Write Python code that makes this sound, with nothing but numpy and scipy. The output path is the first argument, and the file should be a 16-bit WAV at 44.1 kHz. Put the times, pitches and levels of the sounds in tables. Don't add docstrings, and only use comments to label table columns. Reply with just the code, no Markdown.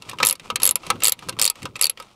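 import sys
import numpy as np
from scipy import signal
from scipy.io import wavfile
from scipy.ndimage import uniform_filter1d

SR = 44100
rng = np.random.default_rng(int(sys.argv[2]) if len(sys.argv) > 2 else 0)


def how_loud(loudness_db):
    steps = np.asarray(loudness_db, float) / 20
    return 10 ** steps


def output_pcm(signal):
    pcm = np.clip(np.atleast_2d(signal).T, -1, 1) * 32767
    wavfile.write(sys.argv[1], SR, np.round(pcm).astype(np.int16))


N = 94815


def evened(x):
    return x / np.sqrt(np.mean(x ** 2) + 1e-20)


def peaked(x):
    return x / np.sqrt(2 * uniform_filter1d(x ** 2, size=44).max())


def read(points, hz):
    f, value = np.transpose(points)
    return np.interp(np.log(hz + 1), np.log(f + 1), value)


def coloured(x, points):
    gain_db = np.maximum(read(points, abs(np.fft.fftfreq(4096, 1 / SR))), -100)
    log_gain = np.log(how_loud(gain_db))
    phase = -signal.hilbert(log_gain).imag
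    taps = np.fft.ifft(np.exp(log_gain + 1j * phase)).real[:2048]
    return signal.oaconvolve(x, taps)[:len(x)]


def add(mix, s, sound):
    part = mix[round(s * SR):][:len(sound)]
    part += sound[:len(part)]


# frequency in Hz, relative spectrum level in dB.
FLOOR_SPECTRUM = [(250, 0.5), (1700, -34.5), (16000, -31.5)]
FLOOR_DB = -64


def quiet_floor():
    return how_loud(FLOOR_DB) * evened(coloured(rng.standard_normal(N), FLOOR_SPECTRUM))


# frequency in Hz, relative spectrum level in dB.
FRICTION_SPECTRUM = [(400, -1), (1300, 1), (1660, -12), (2440, -3.5), (9000, -17), (16000, -37)]
# time in seconds, level in dB.
FRICTION_LEVEL = [(0., -58), (.09, -41.5), (.165, -56), (.24, -36.5), (.34, -72), (.38, -62), (.46, -42.5),
                  (.53, -58), (.59, -79), (.625, -29.5), (.73, -68), (.8, -51.5), (.87, -38.5),
                  (.99, -52.5), (1.03, -38), (1.16, -58.5), (1.24, -43.5), (1.37, -61.5), (1.4, -34),
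                  (1.535, -62.5), (1.58, -43.5), (1.73, -61.5), (1.8, -46.5), (1.95, -65), (2., -47),
                  (2.15, -57)]
GRAINS_PER_S, GRAIN_DB = 830, 3.5


def friction():
    t = np.arange(N) / SR
    grain_db = GRAIN_DB * np.minimum(rng.exponential(1, N), 4)
    grains = how_loud(grain_db) * (rng.random(N) < GRAINS_PER_S / SR)
    grainy = rng.standard_normal(N) * (0.53 + uniform_filter1d(grains, size=40) * 8)
    level_db = np.interp(t, *np.transpose(FRICTION_LEVEL))
    return how_loud(level_db) * evened(coloured(grainy, FRICTION_SPECTRUM))


# frequency in Hz, relative spectrum level in dB.
RUMBLE_SPECTRUM = [(30, -22.5), (110, 1.5), (400, -7.5), (1500, -48)]
# time in seconds, level in dB.
RUMBLE_LEVEL = [(0., -54), (.23, -41), (.39, -59), (.5, -39.5), (.8, -52.5), (.93, -38), (1.16, -58),
                (1.29, -39), (1.42, -44), (1.54, -69), (1.64, -37), (1.9, -59.5), (2.15, -64.5)]
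LUMP_DB = 2.5


def handling_rumble():
    t = np.arange(N) / SR
    lumps = how_loud(LUMP_DB * evened(uniform_filter1d(rng.standard_normal(N), size=900)))
    rumble = evened(coloured(rng.standard_normal(N) * lumps, RUMBLE_SPECTRUM))
    return how_loud(np.interp(t, *np.transpose(RUMBLE_LEVEL))) * rumble


BOUNCE_DB = 1.5


def chatter(rise_s, decay_s):
    t = np.arange(4000) / SR
    bounces = how_loud(BOUNCE_DB * evened(uniform_filter1d(rng.standard_normal(len(t)), size=50)))
    rise = np.minimum(t / rise_s, 1) ** 2
    decay = np.exp(-np.maximum(t - rise_s, 0) / decay_s)
    return rng.standard_normal(len(t)) * bounces * decay * rise


DETUNE = 0.012


def ring(drive, modes, extra_db):
    out = 0
    for (hz, db, t60), more_db in zip(modes, extra_db):
        hz = hz * (1 + DETUNE * rng.standard_normal())
        radius = 1000 ** (-1 / (t60 * SR))
        w = 2 * np.pi * hz / SR
        mode = signal.lfilter([1, 0, -1], [1, -2 * radius * np.cos(w), radius ** 2], drive)
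        out = out + how_loud(db + more_db) * mode
    return out


# frequency in Hz, relative level in dB, t60 in seconds.
HEAD_MODES = [(2830, -18.5, 0.0072), (4490, -4, 0.0088), (4770, -2.5, 0.0023), (7440, 9, 0.0039),
              (8300, 11, 0.0027), (9610, -1, 0.0035), (10440, -3, 0.0018), (11040, -5, 0.012),
              (12300, -4, 0.0053)]
# frequency in Hz, relative level in dB, t60 in seconds.
SHANK_MODES = [(530, -0.5, 0.018), (973, -1, 0.042), (1173, 7.5, 0.017), (1292.5, -0.5, 0.06),
               (2034, 15, 0.0046), (2350, -1.5, 0.011), (2647, 6.5, 0.031)]
# frequency in Hz, relative spectrum level in dB.
CRACK_SPECTRUM = [(900, -64), (1500, -10), (4200, -3.5), (12300, -7), (13800, -39.5)]
# frequency in Hz, relative spectrum level in dB.
CLACK_SPECTRUM = [(90, -17), (500, -10.5), (1230, -4.5), (1830, -18.5), (2670, -5.5), (9000, -20),
                  (14000, -67.5)]
CLACK_DB = -4
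RISE_S, SHANK_RISE_S = 0.0017, 0.0014
SETTLE_DB = -19.5
HEAD_SCATTER_DB, SHANK_SCATTER_DB = 6.5, -1
LOW_SHANK_HZ = 1600


def blow(contact_s, rattle_s, head_db, shank_db, crack_db, tint_db, low_db):
    tick = chatter(RISE_S, contact_s) + how_loud(SETTLE_DB) * chatter(RISE_S, rattle_s)
    rattle = chatter(SHANK_RISE_S, rattle_s)

    head_scatter_db = HEAD_SCATTER_DB * rng.standard_normal(len(HEAD_MODES))
    head = peaked(ring(tick, HEAD_MODES, tint_db + head_scatter_db))
    head = peaked(head + how_loud(crack_db) * peaked(coloured(tick, CRACK_SPECTRUM)))

    low = np.transpose(SHANK_MODES)[0] < LOW_SHANK_HZ
    shank_scatter_db = SHANK_SCATTER_DB * rng.standard_normal(len(SHANK_MODES))
    shank = peaked(ring(rattle, SHANK_MODES, low_db * low + shank_scatter_db))
    clack = [(hz, db + low_db * (LOW_SHANK_HZ / 2 < hz < LOW_SHANK_HZ)) for hz, db in CLACK_SPECTRUM]
    shank = peaked(shank + how_loud(CLACK_DB) * peaked(coloured(rattle, clack)))
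    return how_loud(head_db) * head + how_loud(shank_db) * shank


# start in seconds, shank level in dB,
# head level in dB, lift of the low shank in dB.
KNOCK_TIMES = [(0.021, -29.5, -33, 5), (0.0894, -26.5, -44, -2.5), (0.094, -30.5, -24.5, -12),
               (0.1119, -28, -43, -2.5), (0.1306, -24.5, -66, 21), (0.185, -22, -33.5, -4.5),
               (0.2007, -14, -50, 18), (0.2254, -13.5, -36, 11), (0.2288, -5.5, -15.5, -8.5),
               (0.3523, -39, -33, 5), (0.3958, -30.5, -39, -12), (0.5005, -12.5, -28, 5.5),
               (0.5566, -16, -10, -5), (0.5989, -27, -28, -2.5), (0.618, -28, -20, -37.5),
               (0.8317, -31, -55, 2), (0.865, -27.5, -28, -6), (0.9012, -7, -11, 4.5),
               (0.9558, -32, -63, 17.5), (1.0023, -32.5, -33.5, -1), (1.0202, -18.5, -55, -7),
               (1.1899, -31.5, -37, -2.5), (1.223, -32, -66, 16), (1.2858, -21, -22.5, 14.5),
               (1.2919, -27, -16, -19), (1.3249, -33, -50.5, 0.5), (1.366, -33.5, -61.5, 26),
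               (1.3879, -18.5, -23, 4.5), (1.3946, -27.5, -10.5, 20), (1.5543, -37, -38.5, -1.5),
               (1.619, -31, -40.5, -5), (1.6282, -32, -29.5, -14), (1.6534, -19.5, -28, 3.5),
               (1.755, -21.5, -48, -7.5), (1.762, -34, -29, 1), (1.792, -28, -35, -1),
               (1.973, -30, -51, -5.5), (1.9988, -25.5, -31.5, 7), (2.0234, -40, -38, -27)]
KNOCK_CONTACT_S, SHANK_CHATTER_S = 0.0029, 0.0048
KNOCK_CRACK_DB = 6.5


def joints():
    out = np.zeros(N)
    no_tint_db = np.zeros(len(HEAD_MODES))
    for s, shank_db, head_db, low_db in KNOCK_TIMES:
        knock = blow(KNOCK_CONTACT_S, SHANK_CHATTER_S, head_db, shank_db, KNOCK_CRACK_DB, no_tint_db, low_db)
        add(out, s, knock)
    return out


# start in seconds, head level in dB.
CLICK_TIMES = [(0.249, -5), (0.2588, -7.8), (0.268, -1), (0.2777, -13.5), (0.286, -8.5), (0.2959, -6.5),
               (0.3082, -7), (0.3252, -10.5), (0.631, -3), (0.6416, -8), (0.6522, -2.5), (0.6627, -4.5),
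               (0.6738, -4), (0.6899, -5), (0.7086, -4.5), (0.7552, -4.5), (1.034, -5), (1.0428, -2.5),
               (1.052, -4.5), (1.0604, -8), (1.07, -3), (1.0806, -3), (1.0932, -8.5), (1.12, -6),
               (1.414, -3), (1.4231, -4.5), (1.4312, -8), (1.4418, -8.5), (1.4514, -3.5), (1.4614, -6),
               (1.4758, -6), (1.4986, -7), (1.8114, -3.5), (1.8228, -5.5), (1.8323, -10), (1.841, -4),
               (1.8537, -8.5), (1.8667, -10.5), (1.8954, -9.5)]
# lift in dB of the lower, the middle and
STROKE_TINTS = [(-10.5, -6.5, 17.5), (-5.5, -5.5, 13), (0.5, -3.5, 7.5), (8, 0.5, 3.5), (8.5, -1, 13)]
STROKE_S = 0.39
LOWER_HZ, MIDDLE_HZ, UPPER_HZ = 6500, 9000, 11000
PAWL_CONTACT_S, PAWL_RATTLE_S = 0.0012, 0.0057
PAWL_SHANK_DB, CRACK_DB = -20, -12


def pawl():
    out = np.zeros(N)
    hz = np.transpose(HEAD_MODES)[0]
    for s, db in CLICK_TIMES:
        lower_db, middle_db, upper_db = STROKE_TINTS[int(s / STROKE_S)]
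        tint_db = np.where(hz < LOWER_HZ, lower_db, middle_db * (hz < MIDDLE_HZ))
        tint_db = tint_db + upper_db * (abs(hz - UPPER_HZ) < 900)
        add(out, s, blow(PAWL_CONTACT_S, PAWL_RATTLE_S, db, db + PAWL_SHANK_DB, CRACK_DB, tint_db, 0))
    return out


# frequency in Hz, t60 in seconds.
ECHO_T60 = [(500, 0.12), (3000, 0.057), (9000, 0.017)]
ECHO_DB = -10.5


def echoes(x):
    taps = np.zeros(SR // 4)
    at = np.arange(60, len(taps) - 10, 10)
    taps[at + rng.integers(0, 10, len(at))] = rng.choice([-1., 1.], len(at))
    hz, t, bands = signal.stft(taps, SR, nperseg=64)
    decay = how_loud(-60 * t / read(ECHO_T60, hz)[:, None])
    tail = signal.istft(bands * decay, SR, nperseg=64)[1]
    return how_loud(ECHO_DB) * signal.fftconvolve(x, tail / np.linalg.norm(tail))[:N]


def scene():
    tool = joints() + pawl()
    return (quiet_floor() + friction() + handling_rumble() + tool + echoes(tool))[None]


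def low_pass(x):
    return signal.sosfilt(signal.butter(12, 16520, fs=SR, output="sos"), x)


MIC_EDGE_HZ = 15600


def record(dry):
    band_edge = signal.cheby1(12, 1, MIC_EDGE_HZ, fs=SR, output="sos")
    mix = np.clip(signal.sosfilt(band_edge, dry), -1, 1)
    return low_pass(mix)


dry = scene()
out = record(dry)
output_pcm(out)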